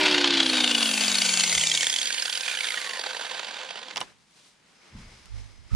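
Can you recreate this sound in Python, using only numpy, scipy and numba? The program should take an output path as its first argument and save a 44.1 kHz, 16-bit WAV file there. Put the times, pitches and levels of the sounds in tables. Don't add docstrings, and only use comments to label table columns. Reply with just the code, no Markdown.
import sys
import numpy as np
from scipy import signal
from scipy.fft import rfft, irfft
from scipy.io import wavfile
from scipy.ndimage import uniform_filter1d
from numba import njit

SR = 44100
rng = np.random.default_rng(int(sys.argv[2]) if len(sys.argv) > 2 else 0)


def amplitude_ratio(level_db):
    exponent = np.asarray(level_db, float) / 20
    return 10 ** exponent


def to_wav(s):
    ch = np.atleast_2d(s).T
    pcm = np.round(np.clip(ch, -1, 1) * 32767)
    wavfile.write(sys.argv[1], SR, pcm.astype(np.int16))


N = 253575
T = np.arange(N) / SR
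F = np.fft.rfftfreq(N, 1 / SR) + 1e-3
SIDE = np.array([[.5], [-.5]])


def curves(table):
    s, *columns = np.transpose(table)
    return [np.interp(T, s, c) for c in columns]


def along(points):
    hz, value = np.transpose(points)
    return np.interp(np.log(F), np.log(hz + 1), value)


def unit(x):
    return x / np.sqrt(np.mean(x ** 2))


def band(x, lo_hz, hi_hz):
    return signal.sosfilt(signal.butter(3, [lo_hz, hi_hz], "band", fs=SR, output="sos"), x)


def shape(x, envelope_db):
    return irfft(rfft(x) * amplitude_ratio(envelope_db), N)


@njit
def svf(x, hz, width):
    y, b, l = np.empty(len(x)), 0., 0.
    for i in range(len(x)):
        g, k = np.tan(np.pi * hz[i] / SR), width / hz[i]
        v = (b + g * (x[i] - l)) / (1 + g * (g + k))
        b, l, y[i] = 2 * v - b, l + 2 * g * v, k * v
    return y


def ring(x, hz, width):
    return svf(x, np.full(len(x), 1. * hz), 1. 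* width)


def walk(rate):
    k = int(SR / rate)
    held = np.repeat(rng.standard_normal(N // k + 1), k)
    return 2.0 * uniform_filter1d(uniform_filter1d(held, k), k)[:N]


def swells(table):
    return np.array([amplitude_ratio(db) * np.exp(np.minimum((T - s) / swell_s, (s - T) / fade_s))
                     for s, db, swell_s, fade_s, *_ in table])


# (time [s], rotation [Hz])
SPEED = [(0, 312), (.25, 285.3), (.5, 259.7), (.75, 235.5), (1, 212.7), (1.25, 191.5), (1.5, 171.7),
         (2, 134.2), (2.5, 100.2), (3, 67.3), (3.95, 8)]


def rotation_hz():
    return curves(SPEED)[0]


# (multiple of rotation [1], level [dB])
HUM = [(2, -16), (3, -15)]
# (multiple of rotation [1], level [dB], heard from [s], heard until [s])
WHINE = [(2, -61, 1.55, 2.15), (8.68, -53, 1.2, 1.7), (12.3, -45, .1, 1.5), (14.8, -40, 0, .5),
         (14.8, -36, .5, .8), (14.8, -37, .8, 1.1), (14.8, -41, 1.2, 1.85), (14.8, -50, 1.85, 3.02),
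         (17.04, -43, 1.05, 1.45), (29.6, -44, 1.5, 1.75), (37, -57, .05, .45), (37, -48, .45, 1.3),
         (37, -40, 1.3, 1.65), (37, -55, 1.7, 2.6), (18.5, -50, 0, .4), (51.7, -44, 1.15, 1.65),
         (11.1, -43, .85, 1.15)]


def rotor():
    speed_hz = rotation_hz()
    octaves = np.log2(speed_hz / speed_hz[0])
    lost_db = 72 * np.minimum(np.log2(speed_hz / 158.4), 0)
    hum_db = -30 + 19.5 * octaves + lost_db
    bearing_db = -28.5 + 28 * octaves + lost_db
    turn = 2 * np.pi * np.cumsum(speed_hz) / SR
    hum = np.sin(turn) + sum(amplitude_ratio(db + 2.9 * walk(6.4)) * np.sin(k * turn) for k, db in HUM)
    bearing = np.sin(1.2335 * turn)
    whine = 0
    for k, db, start_s, end_s in WHINE:
        facing = np.clip(np.minimum(T - start_s, end_s - T) / .12 + .5, 0, 1)
        whine = whine + amplitude_ratio(db + 2 * walk(14)) * facing * np.sin(k * turn + .25 * walk(40))
    rumble = unit(band(rng.standard_normal(N), 164, 585)) * (amplitude_ratio(hum_db - 9) + amplitude_ratio(-61.0)) * (T < 3.95)
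    audible = np.clip((2.4 - T) / .3, 0, 1)
    tones = audible * (amplitude_ratio(hum_db) * hum + amplitude_ratio(bearing_db) * bearing) + whine
    return np.sqrt(2) * tones + rumble


# (time [s], whir [dB], vents facing us [dB], echo lobe [Hz], left minus right [dB])
CARRY = [(0, -20, -9.5, 2110, -24), (.3, -22, -13, 3450, -3), (.5, -23.5, -9, 3200, -2.5),
         (.75, -24.5, -8, 2880, -3), (1.0, -26.5, -3.5, 2650, -2.5), (1.5, -25.5, 1, 2050, -3.5),
         (1.75, -29.5, 2.5, 2030, -7.5), (2.0, -31.5, 0, 1750, -12), (2.25, -32.5, -4.5, 1600, -12),
         (2.75, -32, -7, 1890, -10.5), (3.0, -35, -8, 1800, -10), (3.3, -35.5, -8.5, 1760, -10.5),
         (3.6, -38, -10, 1810, -10), (3.85, -42, -10, 1604, -10.5)]


def tool():
    whir_db, vent_db, lobe_hz, pan_db = curves(CARRY)
    speed_hz = rotation_hz()
    mesh = np.clip(np.log2(89.6 / speed_hz) * 2, 0, 1)
    fan = (speed_hz / speed_hz[0]) ** 6
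    body_db = whir_db - 14.5 - 0.17 * vent_db + 7 * mesh + 4 * fan
    air_db = whir_db - 9.5 + 4.5 * np.clip(vent_db + 6.5, -8, 0)
    return body_db, whir_db, whir_db + vent_db, air_db, lobe_hz, pan_db


# (frequency [Hz], level per Hz [dB])
HOUSING = [(88, -42.5), (150, 14), (285, -20), (359, -36), (404, -7.5), (509, -10.5), (1270, -4.5),
           (1450, 1), (3220, 9.5), (4560, 6), (5760, -4.5), (9730, -13), (11400, -43.5), (13900, -38),
           (15000, -63)]
# (frequency [Hz], width [Hz], gain [dB])
HOUSING_MODES = [(512.5, 13, 17.5), (784, 380, 12), (1380, 400, 3.5), (2360, 70, 4), (3100, 60, 4),
                 (3570, 130, 3), (4650, 110, 4), (6745, 1090, 12.5)]


def housing(x):
    x = shape(x, along(HOUSING))
    return x + sum((amplitude_ratio(db) - 1) * ring(x, hz, w) for hz, w, db in HOUSING_MODES)


BANDS_HZ = (400, 1200, 5500, 10500, 15500)


def whir():
    *level_db, lobe_hz, pan_db = tool()
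    chatter = housing(rng.standard_normal(N) * amplitude_ratio(1.1 * walk(150) + walk(500)))
    chatter = chatter + 0.4 * svf(chatter, lobe_hz, 380.0)
    bands = zip(BANDS_HZ, BANDS_HZ[1:4], level_db)
    parts = (unit(band(chatter, lo, hi)) * amplitude_ratio(db - 1.0) for lo, hi, db in bands)
    return sum(parts) * np.clip((3.945 - T) / 0.0052, 0, 1), pan_db


def air():
    hiss = shape(rng.standard_normal((2, N)), along(HOUSING))
    return unit(band(hiss, *BANDS_HZ[3:])) * amplitude_ratio(tool()[3] + .8 * walk(11.84)) * (T < 3.945)


# (time [s], deep peak [dB], swell [s], fade [s], upper part [dB])
SHAKE = [
    (0, -59, .03, .1, -21),
    (.45, -69, .1, .1, -20),
    (1.1, -56, 0.064, 0.051, -17),
    (1.57, -41, .025, .03, -20),
    (4.03, -63, 0.037, 0.057, -11),
    (4.952, -33.5, 0.011, 0.084, -12.5),
    (5.33, -43.5, 0.022, 0.073, -39),
    (5.6, -52, 0.11, 0.11, -31),
    (5.731, -28, 0.0061, .1, -8.5),
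]
# (frequency [Hz], width [Hz], level [dB])
MOUNT = [(27.84, 24, 7.5), (52, 10, 9), (75.6, 11.5, 10.5), (104, 22, 7)]
# (time [s], peak [dB], frequency [Hz], swell [s])
SWAY = [
    (5.276, -40.5, 52, 0.075),
    (5.29, -44.5, 104, 0.071),
    (5.706, -15, 52, 0.14),
    (5.711, -29.5, 104, 0.019),
]
# (time [s], peak [dB], swell [s], fade [s])
CREAK = [
    (5.27, -60, .004, .007),
    (5.45, -83, .02, .04),
    (5.71, -56, 0.0033, .15),
]
# (time [s], share [1])
NUDGED = [(3.94, 0), (3.97, 1), (4.2, 1), (4.3, 0), (5.2, 0), (5.27, 1)]


def shake():
    puffs = swells(SHAKE)
    speed_hz = rotation_hz()
    calm = amplitude_ratio(-77.5) + amplitude_ratio(-81) * speed_hz / speed_hz[0]
    push = rng.standard_normal((3, N))
    modes = sum(amplitude_ratio(db) * unit(ring(ring(push[0], hz, w), hz, 2 * w)) for hz, w, db in MOUNT)
    deep = (calm + puffs.sum(axis=0)) * amplitude_ratio(-4.5) * unit(modes)
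    deep = deep * np.clip((5.72 - T) / .05, .3, 1)
    for s, db, hz, swell_s in SWAY:
        t = np.maximum(T - s, 0)
        swing = (t / swell_s * np.exp(1 - t / swell_s)) ** 2
        deep = deep + amplitude_ratio(db) * swing * np.sin(2 * np.pi * hz * t)
    upper_level = amplitude_ratio(-76) + amplitude_ratio(np.array(SHAKE)[:, 4]) @ puffs
    upper = unit(band(push[1], 130, 236)) * upper_level * (T > 3.94)
    creak = unit(ring(push[2], 1270, 60)) * swells(CREAK).sum(axis=0)
    nudged = curves(NUDGED)[0]
    deep = deep * (1 + nudged * np.array([[-2.1], [2.1]]))
    upper = upper * (1 + nudged * np.array([[-.4], [.4]]))
    return deep + upper + creak * np.array([[.6], [1.8]])


def blows(table, lead, scrape_s, width, ringing, low_hz, low_fall_s, gain_db, order):
    out, t = np.zeros(N + 2048), T[:2048]
    chance = rng.standard_normal((len(table), 2049))
    for (s, db, hz, low_db, high_db, *second), row in zip(table, chance):
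        length, noise = scrape_s * np.exp(0.22 * row[0]), row[1:]
        swell = (t / length) ** order * np.exp(-t / length)
        scrape = noise * swell
        scrape[swell.argmax()] = 2.5 * swell.max()
        rings = 0
        for f, ring_db in [(hz, 0), second or (hz, -60)]:
            in_step = .7 * swell * np.sin(2 * np.pi * f * t)
            rings = rings + amplitude_ratio(ring_db) * np.sqrt(3200 / f) * ring(scrape + in_step, f, width)
        case = sum((amplitude_ratio(d) - 1) * ring(scrape, f, w) for f, w, d in HOUSING_MODES[2:7])
        middle = 0.79 * band(scrape, 1350, 6320) + case + ringing * rings
        thud = band(ring(noise * t * np.exp(-t / low_fall_s), low_hz, 590), 383, 2000)
        high = band(noise * swell, 5900, 10040) + 1.5 * ring(scrape, 6300, 400)
        top = band(noise * swell, 8700, 14500)
        at = max(int((s - lead * length) * SR), 0)
        for part, part_db in [(middle, 0), (thud, low_db), (high, high_db), (top, high_db - 31)]:
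            peak = np.sqrt(4 * uniform_filter1d(part ** 2, size=66).max())
            out[at:at + 2048] += part / peak * amplitude_ratio(db + part_db + gain_db)
    return out[:N]


# (time [s], peak [dB], ring [Hz], second ring [Hz], second ring
# level [dB])
CLACKS = [(0.0345, -16, 4760, 3630, -13), (0.0616, -21, 3620, 1580, 5), (0.0824, -20, 3200, 1870, -7),
          (0.1129, -15, 3370, 5070, 6), (0.1263, -23, 3380, 4600, 9), (0.1453, -16, 2780, 3570, 6),
          (0.1816, -14.5, 3200, 1820, -7), (0.212, -16, 3480, 4440, -12),
          (0.2455, -13.5, 3280, 4100, -10), (0.2757, -14, 3500, 4260, 2),
          (0.3077, -12.5, 3560, 5000, -12), (0.3403, -14, 3430, 4500, -2),
          (0.3728, -13.5, 3300, 4550, -3.5), (0.403, -12, 3300, 3860, -2.5),
          (0.4307, -14, 3420, 4050, 8), (0.4639, -13.5, 3240, 4070, 2.5), (0.499, -11, 3200, 4270, 10),
          (0.5329, -12, 3710, 2600, -0.5), (0.5712, -17, 4000, 4900, -5),
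          (0.582, -18, 3730, 2370, 3.5), (0.6066, -10.5, 3750, 2460, -2),
          (0.6425, -12, 2905, 4200, -7), (0.6774, -16, 2990, 3800, 0), (0.7132, -12.5, 2830, 4700, -6),
          (0.7507, -10.5, 2904, 4620, -1), (0.7806, -14.5, 2880, 4560, 5),
          (0.8076, -16, 2800, 3700, -0.5), (0.83, -11, 2810, 4440, 6), (0.8581, -12, 2910, 4240, -1),
          (0.8922, -15, 4470, 2870, -13), (0.9142, -16, 2750, 4500, -12.5),
          (0.9402, -13, 2770, 4800, 9.5), (0.9781, -13, 2560, 4480, 0.5), (1.0103, -14, 2820, 4540, 7),
          (1.0379, -16.5, 2730, 3670, 3.5), (1.0471, -17, 3340, 4980, 0.5),
          (1.0817, -11, 4780, 3100, -12), (1.0985, -20, 4340, 3080, -3),
          (1.1177, -13.5, 4870, 3820, 2), (1.1261, -15.5, 3760, 4580, 5),
          (1.1448, -12, 3760, 4650, -7.5),
          (1.155, -11.5, 4360, 3830, -6), (1.1852, -9.5, 4340, 3070, -18.5),
                (1.2205, -9.5, 4800, 3140, -16), (1.2498, -15, 4900, 3100, -7),
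                (1.2615, -14.5, 4400, 3710, -5), (1.293, -11.5, 4470, 2550, -11.5),
                (1.301, -22, 2590, 3700, 4), (1.3393, -10.5, 3140, 4550, 6),
                (1.3739, -9.5, 3240, 4330, -1.5), (1.398, -9, 3200, 4300, 3),
                (1.4082, -12, 4400, 3140, 4.5), (1.4382, -12, 2070, 4350, 6), (1.464, -19, 4420, 2920, -1),
                (1.4773, -16, 4160, 2580, -7.5), (1.4968, -15, 4000, 3230, -4),
                (1.5185, -16, 2070, 4120, 8), (1.5279, -12, 3500, 2100, -3.5),
                (1.5509, -14, 3140, 2120, -8), (1.5797, -11.5, 3510, 2030, -6.5),
                (1.613, -12, 3200, 1960, -8), (1.6376, -11, 2970, 2040, -7), (1.672, -11, 3635, 5490, -10),
                (1.6992, -14, 3560, 5400, 2), (1.7163, -10.5, 3230, 2040, -22),
                (1.74, -16, 3640, 4860, -12), (1.7507, -13.5, 3790, 5300, -7),
                (1.775, -12, 3220, 4650, -20), (1.8093, -11.5, 3130, 4930, -3.5),
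                (1.831, -15.5, 1825, 5590, 4.5), (1.8446, -17, 3200, 2470, -10),
                (1.8694, -9.5, 3490, 1820, -7.5), (1.899, -15.5, 3240, 5150, 4),
                (1.928, -15, 3230, 1750, -12), (1.9403, -15, 3420, 1750, -18.5),
                (1.9627, -11.5, 3090, 4360, -24), (1.987, -13, 3330, 4420, 0.5),
                (2.0163, -16, 3260, 4700, -5), (2.031, -16.5, 4370, 3000, -10),
                (2.0576, -18, 4650, 3300, -2), (2.074, -16, 3140, 4850, -2),
          (2.106, -19, 1580, 2340, -2), (2.127, -19.5, 4380, 3380, -1.5), (2.1457, -20, 2980, 5030, 2),
               (2.184, -16.5, 3120, 4200, -4.5), (2.198, -16, 4520, 2700, -7),
               (2.2244, -13.5, 5080, 1595, -9.5), (2.2577, -18, 3390, 4770, -5),
               (2.2803, -19, 3000, 1450, -7), (2.2985, -17, 3280, 4900, -4),
               (2.328, -18.5, 3300, 4630, 1.5), (2.3546, -18.5, 3040, 5180, -3.5),
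               (2.3757, -19, 2880, 4900, 2.5), (2.4098, -19, 5300, 3680, -12),
               (2.4344, -20.5, 2510, 1710, -13), (2.4626, -23.5, 2400, 3080, -14),
               (2.482, -17.5, 2450, 1730, -7.5), (2.499, -23, 2400, 3920, -17),
               (2.5142, -17.5, 2440, 5000, -11), (2.5417, -21.5, 1730, 3760, 1),
               (2.5517, -19.5, 3440, 2400, 0.5), (2.5733, -18.5, 1720, 2920, 4.5),
               (2.589, -22, 3130, 1720, -12), (2.6084, -17.5, 2310, 3160, -3), (2.634, -23, 3130, 2200, 8),
               (2.6445, -18, 1820, 3570, 3.5), (2.6535, -22.5, 1790, 3200, 9),
               (2.671, -20.5, 3120, 1830, -9.5), (2.6874, -22, 3100, 2180, -3),
               (2.7058, -18, 2120, 3130, -6), (2.721, -21.5, 1850, 3940, 4), (2.7432, -20, 2280, 1390, -1),
               (2.775, -19.5, 1850, 3480, -6), (2.8162, -24, 2060, 3420, -4),
               (2.8462, -22.5, 1820, 4010, -9), (2.864, -26.5, 1870, 4340, -7),
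               (2.8736, -25, 4000, 1870, -0.5), (2.895, -21.5, 4550, 2810, -5),
               (2.91, -24.5, 1850, 4540, -10), (2.935, -22, 1830, 4060, -2.5),
               (2.96, -26.5, 1850, 4320, -3),
          (2.9725, -24.5, 1820, 2810, -0.5), (2.9825, -28, 4600, 1790, -6),
               (2.995, -19.5, 4540, 1850, -11), (3.0146, -24.5, 3570, 4650, 3),
               (3.039, -25, 4320, 1530, -2), (3.065, -21, 3850, 4650, -7), (3.0923, -32, 1540, 3170, -8),
               (3.11, -29, 1520, 3600, -18), (3.1332, -26.5, 4000, 1530, -7), (3.1484, -25, 1830, 4000, -3),
               (3.1694, -26, 3750, 2790, -7), (3.1962, -26.0, 1480, 3600, -1),
               (3.2126, -23.5, 4720, 1490, -3), (3.2523, -27.5, 3700, 1760, -6),
               (3.267, -33, 1800, 3470, -8), (3.297, -33, 1560, 3520, -7.5), (3.316, -32, 3800, 2800, -6),
               (3.3346, -33, 3060, 1800, -13), (3.3479, -27, 3060, 3850, -9),
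               (3.3798, -29.5, 3900, 1750, -9), (3.3974, -27, 3760, 3080, 3), (3.4318, -31, 3040, 3850, -7),
               (3.4474, -32, 3800, 4800, 0), (3.4708, -32, 3030, 1510, -4), (3.487, -27.5, 2230, 4770, -1),
               (3.511, -32, 1670, 3860, -5), (3.543, -35, 2850, 1530, -9), (3.569, -28, 3630, 2320, -10),
               (3.5887, -30.5, 3030, 4250, -11), (3.6162, -35, 3160, 3820, -9),
               (3.6338, -30, 3050, 1570, -12), (3.649, -30, 3440, 1600, -2), (3.691, -34, 3300, 1880, -2),
               (3.7085, -27.5, 3280, 2730, -8), (3.7577, -26, 2970, 1390, -9),
               (3.7755, -31.5, 2950, 1490, -2), (3.792, -32, 3090, 4020, -6), (3.8168, -35, 3980, 3170, 2),
               (3.8307, -32, 3520, 2820, -8), (3.8847, -33, 3300, 2570, -19),
               (3.9074, -36, 3130, 1510, -15), (3.925, -43, 2070, 4500, -2)]


def clacks():
    table = np.array(CLACKS)
    low_db, middle_db, high_db = (np.interp(table[:, 0], T, c) for c in tool()[:3])
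    thud_db = 2.13 * (low_db - middle_db) + 9
    treble_db = high_db - middle_db - 9.0
    table = np.column_stack([table[:, :3], thud_db, treble_db, table[:, 3:]])
    x = blows(table, lead=4.5, scrape_s=.00065, width=380, ringing=1.7,
              low_hz=700, low_fall_s=.0022, gain_db=.5, order=4)
    x = signal.sosfilt(signal.butter(6, 10800, fs=SR, output="sos"), x)
    return x + 0.24 * svf(x, tool()[4], 200.0)


# (time [s], frequency [Hz], depth [1])
NOTCH = [(.3, 2200, 0), (.7, 1940, 0.38), (1.1, 1980, 0.14), (1.6, 1600, 0.74), (2.0, 1270, 0.34),
         (2.9, 1150, 0)]


def gear_train(chatter, hits):
    contact = uniform_filter1d(hits ** 2, size=300) / (uniform_filter1d(hits ** 2, size=6000) + 1e-12)
    gears = chatter * amplitude_ratio(2.6 * np.clip(contact - 1, -1, 1)) + hits
    notch_hz, depth = curves(NOTCH)
    return gears - np.clip(depth, 0, 1) * svf(gears, notch_hz, 540.0)


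# (time [s], peak [dB], ring [Hz], low part [dB], high part [dB])
KNOCKS = [
    (3.9595, -16.5, 2710, -7, -30),
    (3.9694, -13.5, 2910, -6, -13),
    (3.9764, -15, 3370, -7, -32),
    (4.0043, -22, 3070, -10, 0),
    (4.0115, -16, 2880, -0.5, -32),
    (4.0264, -32, 1360, 1, -32),
]


def knocks():
    return blows(KNOCKS, lead=0.14, scrape_s=0.00065, width=200, ringing=0.56,
                 low_hz=910, low_fall_s=0.0027, gain_db=-3.0, order=2)


# (time [s], peak [dB], swell [s], fade [s], treble [dB])
RUSTLE = [
    (4.02, -44, 0.11, 0.044, -4.5),
    (4.48, -64, 0.14, 0.046, 8),
    (4.7, -71, 0.034, 0.072, 4),
    (4.92, -62.5, 0.12, .15, -13),
    (5.1, -59, 0.16, 0.26, -2),
    (5.3, -61.5, 0.24, 0.22, -0.5),
    (5.75, -50, 0.033, .05, -4),
]
# (frequency [Hz], level per Hz [dB])
RUSTLE_COLOUR = [(180, 4), (300, 1), (731, -2), (794, 0), (1670, -2), (2140, -1), (2980, -4), (5210, -10.5),
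                 (9760, -17.5), (15500, -51)]
# (frequency [Hz], width [Hz], gain [dB])
GLOVE = [(2150, 230, 3.5), (3200, 90, 2), (4160, 130, 3), (5140, 360, 8), (6080, 100, 8)]
# (time [s], peak [dB])
TICKS = [
    (5.0015, -32),
    (5.258, -20),
    (5.5194, -32),
    (5.7474, -36),
]


def rustle():
    moves = swells(RUSTLE)
    lawn_db, lawn_treble_db = -68.5, -3.5
    level = amplitude_ratio(lawn_db) + moves.sum(axis=0)
    treble = amplitude_ratio(lawn_db + lawn_treble_db) + amplitude_ratio(np.array(RUSTLE)[:, 4]) @ moves
    grains = rng.standard_normal((3, N)) * amplitude_ratio(1.2 * walk(25) + 0.5 * walk(330))
    grains = shape(grains[0] + 1.05 * grains[1:], along(RUSTLE_COLOUR))
    glove = sum((amplitude_ratio(db) - 1) * np.array([ring(g, hz, w) for g in grains]) for hz, w, db in GLOVE)
    grains = grains + (T > 4.75) * glove
    hiss = unit(band(grains, 156, 3770)) * level + unit(band(grains, 3680, 15500)) * treble
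    ticks = np.zeros(N)
    for s, db in TICKS:
        ticks[int(s * SR)] = amplitude_ratio(db - 5)
    fade_in = np.clip((T - 3.9) / 0.042, 0, 1)
    return hiss * amplitude_ratio(SIDE) * fade_in + band(ticks, 1200, 9000)


# (frequency [Hz], level [dB])
PORT_DB = [(60, 4), (110, -3), (200, -4.5), (380, 9), (700, 6.5), (1290, 4.5), (2380, 4), (4400, 3.5),
           (8120, 5.5), (15000, 11)]
# (frequency [Hz], phase [rad])
PORT_RAD = [(0, -1.5), (3360, 0.21), (5080, 0.25), (5860, -0.46), (6290, -0.71), (6630, -1.94),
            (8870, 0.32), (9910, 1), (12100, -1.1), (12700, -0.078), (15200, -0.1)]


def ports(x, pan_db, echo_t60_s):
    t = T[:8000]
    decay = np.exp(-np.log(1000) * t / echo_t60_s)
    scatter = rng.standard_normal((2, 8000)) * decay * (t > .0015)
    scatter /= np.sqrt(np.sum(scatter ** 2, axis=1, keepdims=True))
    wet = .1 / (1 + (600 / F) ** 2)
    colour = amplitude_ratio(SIDE * along(PORT_DB)) * np.exp(1j * SIDE * along(PORT_RAD))
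    path = np.sqrt(1 - wet) + np.sqrt(wet) * rfft(scatter, N)
    heard = irfft(rfft(x) * colour * path, N)
    bass = irfft(rfft(heard) / (1 + (F / 300) ** 4), N)
    heard = heard - bass
    treble = irfft(rfft(heard) / (1 + (5200 / F) ** 4), N)
    flutter = signal.hilbert(treble) * np.exp(1j * SIDE * .45 * walk(30))
    lag = np.exp(1j * SIDE * 0.16 * np.minimum(pan_db + 5.0, 0))
    turned = signal.hilbert(heard - treble) * lag
    treble_pan_db = 0.27 * pan_db - 1.5
    return bass.mean(axis=0) + turned.real * amplitude_ratio(SIDE * pan_db) + flutter.real * amplitude_ratio(SIDE * treble_pan_db)


def scene():
    chatter, pan_db = whir()
    gears = gear_train(chatter, clacks())
    grinder = rotor() + gears + air() + knocks()
    return ports(grinder, pan_db, echo_t60_s=.04) + rustle() + shake()


def top_cut(x):
    return signal.sosfilt(signal.butter(12, 15690, fs=SR, output="sos"), x)


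def record(dry):
    mid = dry.mean(axis=0)
    wide = mid + (dry - mid) * np.clip((T - 0.18) / 0.58, 0, 1)
    return top_cut(wide)


dry = scene()
out = record(dry)
to_wav(out)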